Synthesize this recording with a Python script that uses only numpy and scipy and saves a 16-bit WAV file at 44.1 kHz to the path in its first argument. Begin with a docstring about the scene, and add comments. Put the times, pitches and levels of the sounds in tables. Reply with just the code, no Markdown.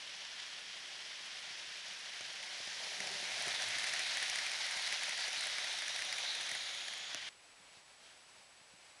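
"""On a model railway board, a small train rolls by a few centimetres away: rushing, gritty wheel noise, clacks
and ticks at the rail joints, ringing rails and a rumbling board. At 7.29 s the sound of the train breaks off at
once, leaving faint hiss, soft thuds and a thin electronic whine. Wheels and hiss are shaped noise; ringing
rails are narrow bands of noise; clacks, bumps and thuds are struck, quickly fading tones."""
import sys
import numpy as np
from scipy import signal
from scipy.fft import rfft, irfft
from scipy.io import wavfile

SR = 44100
rng = np.random.default_rng(int(sys.argv[2]) if len(sys.argv) > 2 else 0)


def file_out(sig):
    """Save sig as 16-bit WAV at sys.argv[1]."""
    # one column per channel
    cols = np.atleast_2d(sig).T
    # limit, then scale
    lim = np.clip(cols, -1, 1)
    pcm = np.round(lim * 32767).astype(np.int16)
    wavfile.write(sys.argv[1], SR, pcm)


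N = 396900
TIME = np.arange(N) / SR
TRAIN_SOUND_ENDS_S = 7.29
# head and tail of the train go by; each wheel is near for about PASS_S
HEAD_S, TAIL_S, PASS_S = 3.42, 6.71, 0.3
# rolling noise: (steady level from afar dB, level alongside dB, fade after HEAD_S in dB per s)
# the fade follows the lighter rear of the train; other layers use the same three settings
ROLL_DB = (-49, -38.5, 1.47)

# tones of a struck metal wheel: (f/Hz before detuning, relative level/dB, time to fade by 60 dB/s)
TICK_MODES = [(6840, 1.5, 0.003), (9460, 8, 0.0024), (10560, -2, 0.0018)]
# tones of the struck board: (f/Hz, relative level/dB, time to fade by 60 dB/s)
BUMP_MODES = [(113, -15, 0.096), (194, -7, 0.033), (287, -10, 0.041), (390, -7, 0.048), (590, -2, 0.041),
              (730, -1.5, 0.051)]
# tone colour of distant rolling, also used for rustles: (f/Hz, relative level/dB per Hz)
FAR_COLOUR = [(700, -37), (1000, -9.5), (1260, -9.5), (1700, -2), (2580, -1), (3270, 2.5), (3830, -2.5),
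              (5580, -3), (7900, -18.5), (9000, -28)]
# a bogie (wheel truck) crosses a rail joint, one axle after the other:
# (t/s, time between axles/s, first clack level/dB, second clack level/dB, level of each tick/dB)
BOGIES = [(3.0034, 0.0685, -28.5, -32, -43), (3.423, 0.058, -39, -31, -39.5), (3.622, 0.063, -31, -37, -41),
          (3.785, 0.057, -31, -29.5, -38), (3.9372, 0.056, -29, -30, -38), (4.1705, 0.057, -29.5, -35, -38),
          (4.2979, 0.060, -30, -31, -37), (4.465, .0515, -30, -34, -39.5), (4.7101, .0612, -35, -35, -39.5),
          (4.8746, .0558, -32, -34, -41), (5.0340, .0596, -32.5, -31.5, -38.3),
          (5.2808, 0.050, -34, -37, -41), (5.408, .0613, -32.5, -32.5, -37.5),
          (5.583, .06, -29.5, -34, -43), (5.821, .06, -33.5, -32.5, -41.5), (5.9620, 0.0592, -34, -30, -41),
          (6.1262, .0572, -29, -31.5, -39), (6.3518, 0.058, -37, -38, -41),
          (6.4915, 0.059, -33.5, -34, -41), (6.8826, .0538, -35, -38, -43.5)]


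def from_db(db):
    """Turn decibels into gain."""
    return 10 ** (np.asarray(db) / 20)


def rms_one(x):
    """Scale to an average strength (rms) of 1."""
    return x / np.sqrt(np.mean(x ** 2) + 1e-20)


def in_time(rows):
    """Join the rows with straight lines and read each column at every sample."""
    s, *columns = np.transpose(rows)
    return [np.interp(TIME, s, column) for column in columns]


def colour(x, spectrum):
    """Weight the frequencies of x by a curve that falls 48 dB per octave beyond its ends; rms 1."""
    hz, db = np.transpose(spectrum)
    octave = np.log2(np.arange(N // 2 + 1) * SR / N + 1)
    points = np.log2(hz)
    beyond = np.abs(octave - np.clip(octave, points.min(), points.max()))
    gain = from_db(np.interp(octave, points, db) - 48 * beyond)
    return rms_one(irfft(rfft(x) * gain, N))


def drift(rate):
    """Smooth random wandering with about `rate` changes a second; rms 1."""
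    hz = np.arange(N // 8) * SR / N
    real, imaginary = rng.standard_normal((2, len(hz)))
    return rms_one(irfft((real + 1j * imaginary) / (1 + (hz / rate) ** 2), N))


def narrow_noise(centre_hz, width_hz):
    """A tone with randomly wandering strength and phase, like a resonance kept ringing; its pitch may move."""
    phase = 2 * np.pi * np.cumsum(centre_hz * np.ones(N)) / SR
    return rms_one(drift(width_hz) * np.cos(phase) + drift(width_hz) * np.sin(phase))


def ring(force, modes):
    """A struck body: the force sets off several fading tones, each at its own level."""
    out = 0
    for k, (hz, db, t60) in enumerate(modes):
        r = np.exp(-np.log(1000) / (t60 * SR))
        w = 2 * np.pi * hz / SR
        tone = signal.lfilter([0, np.sin(w)], [1, -2 * r * np.cos(w), r * r], force + 1e-18)
        out = out + (-1) ** k * from_db(db) * tone
    return out


def blows(rows):
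    """One single-sample click for each (t/s, strength/dB) row."""
    s, db = np.transpose(rows)
    return np.bincount(np.round(s * SR).astype(int), from_db(db), N)


def contact(grains_per_s, spread_db, grain_share, rattle_s):
    """Wheels on rough rail: a smooth rush plus tiny, quickly fading rattles of uneven size; rms about 1."""
    size_db = spread_db * np.minimum(rng.exponential(1, N), 4)
    energy = from_db(size_db) ** 2 * (rng.random(N) < grains_per_s / SR)
    rattles = signal.lfilter([1], [1, -np.exp(-1 / (rattle_s * SR))], energy + 1e-18)
    share = np.clip(grain_share, 0, 1)
    return np.sqrt(share * rattles / rattles.mean() + 1 - share) * rng.standard_normal(N)


def joint_hits(hits, modes, chatter_s, chatter, detune):
    """A knock and a few milliseconds of chatter set a small body ringing; no two hits are quite alike."""
    size = SR // 25
    out = np.zeros(N)
    age = np.arange(size) / SR
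    # such a small body gives off no bass and little above the treble
    small_body = signal.butter(2, [480, 13000], "band", fs=SR, output="sos")
    for s, db in hits:
        force = chatter * rng.standard_normal(size) * np.exp(-age / chatter_s)
        force[0] += 1
        detuned = [(hz * np.exp(detune * rng.normal()), level, t60) for hz, level, t60 in modes]
        hit = signal.sosfilt(small_body, ring(force, detuned))
        start = round(s * SR)
        # the level is the rms the hit would have if squeezed into 1 ms
        out[start:start + size] += from_db(db) * hit / np.sqrt(np.sum(hit ** 2) / (SR / 1000))
    return out


def alongside(from_s, to_s, near_s):
    """Power, 0-1, of a row of wheels going by, each fading with the square of its distance."""
    return (np.arctan((TIME - from_s) / near_s) - np.arctan((TIME - to_s) / near_s)) / np.pi


def pass_gains(layer_db):
    """The steady gain of a layer from afar, and its gain as the train goes by."""
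    far_db, near_db, fade_db_per_s = layer_db
    faded_db = near_db - fade_db_per_s * np.maximum(TIME - HEAD_S, 0)
    return from_db(far_db), from_db(faded_db) * np.sqrt(alongside(HEAD_S, TAIL_S, PASS_S))


def pass_gain(layer_db, extra=0):
    """Gain of a layer: far, near and any extra part summed in power."""
    far, near = pass_gains(layer_db)
    return np.sqrt(far ** 2 + near ** 2 + extra ** 2)


def hiss(train_on):
    """Faint shaped noise that wavers a little and swells briefly into soft rustles."""
    # tone colour: (f/Hz, relative level/dB per Hz)
    hiss_colour = [(22, -13), (100, -6.5), (200, -7), (280, -7), (430, -4.5), (600, 0), (800, 0.5),
                   (1200, -2), (2300, 0.5), (3500, -2.5), (5000, -3), (7500, -9.5), (10200, -10),
                   (12300, -31.5)]
    # faint rustles: (t/s, time from peak to 1/e of its gain/s, peak level/dB)
    rustles = [(7.33, 0.01, -65), (7.765, .025, -64), (8.07, 0.044, -61)]
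    level_db = train_on * -60.5 + (1 - train_on) * -61 + 0.71 * drift(9.2)
    steady = from_db(level_db) * colour(rng.standard_normal(N), hiss_colour)
    rustle_gain = sum(from_db(db) * np.exp(-((TIME - s) / half_s) ** 2) for s, half_s, db in rustles)
    return steady + rustle_gain * colour(rng.standard_normal(N), FAR_COLOUR)


def whine(train_on):
    """A thin electronic tone whose strength and phase jump to and fro 15 times a second."""
    whine_hz, flutter_hz = 7867, 15
    switched = (TIME * flutter_hz) % 1 < .42
    phase = 2 * np.pi * whine_hz * TIME + 1.6 * switched
    pulsing = from_db(-5 * switched)
    level_db = train_on * -77 + (1 - train_on) * -73.2
    return from_db(level_db) * rms_one(np.sin(phase) * pulsing)


def dull_thuds():
    """Clicks set off the deep, dull tones of the board."""
    # thuds: (t/s, strength/dB)
    thuds = [(3.392, -51), (3.458, -56), (3.760, -52), (4.762, -53), (7.598, -61), (7.768, -61),
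             (8.61, -62), (8.735, -57)]
    # tones: (f/Hz, relative level/dB, time to fade by 60 dB/s)
    thud_modes = [(105, -11.5, 0.11), (178, -3.5, 0.054), (295, -7.5, .04)]
    return ring(blows(thuds), thud_modes)


def soft_bumps(vary_db):
    """Each bump strikes the board at another spot, so its tones ring in another mix."""
    # bumps: (t/s, strength/dB before the mix varies)
    bumps = [(1.505, -57), (2.206, -49), (2.600, -49), (2.672, -50), (2.831, -52), (3.003, -47),
             (3.075, -50), (3.225, -46), (3.396, -54), (3.471, -43), (3.763, -52), (4.219, -52),
             (5.093, -61), (6.518, -51), (7.1473, -50)]
    s, db = np.transpose(bumps)
    mix_db = vary_db * rng.standard_normal((len(s), len(BUMP_MODES)))
    out = 0
    for k, mode in enumerate(BUMP_MODES):
        out = out + (-1) ** k * ring(blows(np.c_[s, db + mix_db[:, k]]), [mode])
    return out


def track_snap():
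    """One sharp snap from the track: a click sets off short tones from bass to treble."""
    # snap: (t/s, strength/dB)
    snap = [(7.1466, -26)]
    # tones: (f/Hz, relative level/dB, time to fade by 60 dB/s)
    snap_modes = [(252, -23.5, 0.026), (520, -10, 0.0053), (1450, -4, 0.0037), (2800, 1, 0.0028),
                  (5900, 2.5, .003), (10500, -9.5, .002)]
    return ring(blows(snap), snap_modes)


def board(judder):
    """The board rumbles and hums under the heavy locomotive and drones under every coach."""
    # tone colours: (f/Hz, relative level/dB per Hz)
    rumble_colour = [(70, -13), (120, -3.5), (200, 1.5), (270, -1), (390, 3.5), (500, 5), (620, -29)]
    drone_colour = [(500, -10), (580, 2), (660, 0), (760, 4), (830, -2.5), (920, 2), (1080, -8),
                    (1350, -18)]
    weight = np.sqrt(alongside(2.8, 3.87, near_s=0.078))  # the locomotive on the board
    shaken = np.sqrt(alongside(BOGIES[0][0], 4.02, near_s=0.022))  # from the first bogie until it settles
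    rumble_force = contact(grains_per_s=150, spread_db=0.0, grain_share=0.36, rattle_s=0.0068)
    rumble = colour(rumble_force, rumble_colour)
    drone_force = contact(grains_per_s=240, spread_db=3.0, grain_share=0.45, rattle_s=0.0014)
    drone = colour(drone_force, drone_colour) * from_db(1.47 * judder - 0.87)
    hum = narrow_noise(112, width_hz=6.9)
    # a second resonance, stirred by the distant train
    far_hum = narrow_noise(194, width_hz=9.1) * from_db(-84.5 + 2 * drift(4.3))
    return (rumble * pass_gain((-75, -73, 0), from_db(-67) * weight)
            + drone * pass_gain((-67.5, -54.5, 0.53), from_db(-56) * weight)
            + hum * pass_gain((-92, -82.5, -0.5), from_db(-76.5) * shaken)
            + far_hum)


def singing_track():
    """A broad ring of the rails that sinks as the train leaves, with swells and passing resonances."""
    # swells: (t/s, time from peak to 1/e of its power/s, peak level/dB, f/Hz)
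    swells = [(3.58, 0.059, -46, 3580), (4.062, 0.077, -45, 3806), (4.851, 0.038, -46, 4230),
              (5.212, 0.043, -46, 4720), (5.41, 0.044, -45, 4110), (5.621, 0.13, -51, 3590),
              (6.215, 0.1, -48.5, 3600), (6.305, .04, -42, 4000), (6.67, 0.089, -48.5, 3680)]
    # wheels, track and board resonate for a while: (from t/s, to t/s, f/Hz, width/Hz, level/dB)
    rail_rings = [(2.78, 6.95, 9960, 630, -64.5), (2.99, 3.2, 392, 25, -64), (3.0, 3.28, 193.4, 14, -67.5),
                  (3.68, 4.0, 110.5, 6.4, -72), (3.73, 3.86, 2056, 320, -47.5),
                  (3.93, 4.11, 2290, 420, -50), (5.95, 6.56, 700, 140, -62.5), (5.85, 6.33, 5755, 245, -56),
                  (6.55, 7.1, 6740, 324, -59), (7.08, 7.35, 2003, 360, -54.5)]
    sing_hz, sag_from_s, sag_hz_per_s = 3695, 6.7, 950
    centre_hz = sing_hz - sag_hz_per_s * np.maximum(TIME - sag_from_s, 0)
    sing_gain = from_db(-51) * np.sqrt(alongside(5.46, 7.4, near_s=0.066))
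    out = sing_gain * narrow_noise(centre_hz, width_hz=480)
    power = sum(from_db(db) ** 2 * np.exp(-((TIME - s) / half_s) ** 2) for s, half_s, db, _ in swells)
    swell_hz, = in_time([(s, hz) for s, _, _, hz in swells])
    out += np.sqrt(power) * narrow_noise(swell_hz, width_hz=460)
    for from_s, to_s, hz, width_hz, db in rail_rings:
        gain = from_db(db) * np.sqrt(alongside(from_s, to_s, near_s=0.013))
        out += gain * narrow_noise(hz, width_hz)
    return out


def bogie_ring():
    """The bogie frames ring in the low treble; pitch and strength shift as one after another rolls by."""
    far, near = pass_gains(ROLL_DB)
    centre_hz = 2080 * np.exp(0.1 * drift(4))  # wanders by about a tenth
    strength = from_db(-12 + 0.89 * drift(19))  # against the nearby rolling noise
    return near * strength * narrow_noise(centre_hz, width_hz=150)


def stray_ticks(count):
    """Wheel flanges touch the rail lightly at random times, louder while the train is near."""
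    near_db = 10 * np.log10(alongside(HEAD_S, TAIL_S, PASS_S))
    touches = []
    for s, weakness in rng.random((count, 2)) * [TRAIN_SOUND_ENDS_S, 1]:
        touches.append((s, -44.5 + 0.63 * near_db[round(s * SR)] - 6 * weakness))
    return joint_hits(touches, TICK_MODES, chatter_s=0.0012, chatter=0.27, detune=0.028)


def rail_joints():
    """Every axle gives a clack of the bogie, a bright tick of the metal wheel and a faint thump of the board."""
    # tones of the bogie: (f/Hz before detuning, relative level/dB, time to fade by 60 dB/s)
    clack_modes = [(730, -19.5, 0.018), (1680, -2.5, 0.0069), (2190, 0.5, 0.0067), (3750, -1.5, 0.0012),
                   (5430, -0.5, 0.0031)]
    # a single wheel knocks on the track: (t/s, clack level/dB, tick level/dB)
    knocks = [(1.426, -44, -56), (2.2085, -37, -51), (2.428, -47, -48), (2.672, -39, -49),
              (3.2537, -34, -52), (3.3965, -41, -47), (3.4652, -44, -41), (3.8702, -31, -42),
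              (3.8865, -39, -43), (4.387, -30, -41), (4.9254, -29.5, -38), (5.177, -36, -43),
              (5.2061, -37, -43), (5.3932, -40, -45), (5.4208, -37, -50), (5.4376, -35, -43),
              (5.4988, -38, -49), (5.7275, -45, -43), (5.7873, -33, -44), (5.991, -31.5, -45),
              (6.049, -42, -42), (6.5144, -32, -40)]
    hits = []
    for s, axle_s, first_db, second_db, tick_db in BOGIES:
        hits.append((s, first_db, tick_db))
        hits.append((s + axle_s, second_db, tick_db))
    hits += list(knocks)
    clacks = [(s, db) for s, db, _ in hits]
    ticks = [(s, db) for s, _, db in hits]
    clack = joint_hits(clacks, clack_modes, chatter_s=0.0032, chatter=0.16, detune=0.084)
    tick = joint_hits(ticks, TICK_MODES, chatter_s=0.0022, chatter=0.34, detune=0.032)
    thump = from_db(-26.5) * ring(blows(clacks), BUMP_MODES)
    return clack + tick + thump


def locomotive_hiss():
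    """The driven wheels of the locomotive, a smooth hiss heard ahead of the coaches."""
    # tone colour: (f/Hz, relative level/dB per Hz)
    locomotive_colour = [(2300, -8), (3800, -1), (5500, -1), (7200, -9), (9000, -21)]
    gain = from_db(-50.5) * np.sqrt(alongside(2.6, HEAD_S, near_s=0.048))
    return gain * colour(rng.standard_normal(N), locomotive_colour)


def short_reflection(direct):
    """Subtract a very short echo: it hollows out the sound, and its shrinking delay makes the colour rise."""
    share = 0.13 * np.clip((TIME - 4.3) / (6.6 - 4.3), 0, 1)  # grows from 4.3 s to 6.6 s
    delay_s = 0.000386 - 0.000025 * (TIME - TAIL_S)
    return direct - share * np.interp(TIME - delay_s, TIME, direct)


def wheels(judder):
    """Rolling noise: smooth from afar, grainy and sizzling close by."""
    # tone colours: (f/Hz, relative level/dB per Hz)
    near_colour = [(1000, -15), (1270, -8), (1670, -0.5), (2110, 1.5), (2700, -2), (4000, 0), (4430, -1.5),
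                   (6000, -4.5), (7770, -15), (9000, -18)]
    sizzle_colour = [(6500, -19), (7800, -11), (8700, -5.5), (9600, -1.5), (10400, -7), (11200, -14),
                     (12200, -35), (13000, -53)]
    far, near = pass_gains(ROLL_DB)
    near_force = contact(grains_per_s=1400, spread_db=2.0, grain_share=0.43, rattle_s=0.00096)
    far_force = contact(grains_per_s=690, spread_db=3.5, grain_share=0.24, rattle_s=0.0017)
    grit = contact(grains_per_s=240, spread_db=3.0, grain_share=0.25, rattle_s=0.00051)
    far_roll = colour(far_force, FAR_COLOUR) * from_db(0.5 * judder + 0.1)
    near_roll = colour(near_force, near_colour) * from_db(0.79 * judder + 0.17)
    sizzle = colour(grit, sizzle_colour) * from_db(0.33 * judder)
    rolling = far * far_roll + near * near_roll + pass_gain((-72, -56.5, 2)) * sizzle
    return short_reflection(rolling + locomotive_hiss())


def scene():
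    """The passing train, whose sound breaks off at once, over thuds, hiss and whine that go on."""
    train_on = np.clip((TRAIN_SOUND_ENDS_S - TIME) / 0.0014 + 1, 0, 1)  # 1, then down to 0 within 1.4 ms
    judder = drift(24)  # the wheel load shakes rolling noise and board drone together
    background = hiss(train_on) + whine(train_on) + dull_thuds()
    train = soft_bumps(vary_db=2.5) + track_snap() + board(judder) + singing_track() + bogie_ring()
    train += stray_ticks(count=140) + rail_joints() + wheels(judder)
    return (background + train_on * train)[None]


def record(dry):
    """A small microphone with no top octave: a steep filter takes away all above 12.4 kHz."""
    return signal.sosfilt(signal.ellip(10, .2, 70, 12400, fs=SR, output="sos"), dry)


dry = scene()
out = record(dry)
file_out(out)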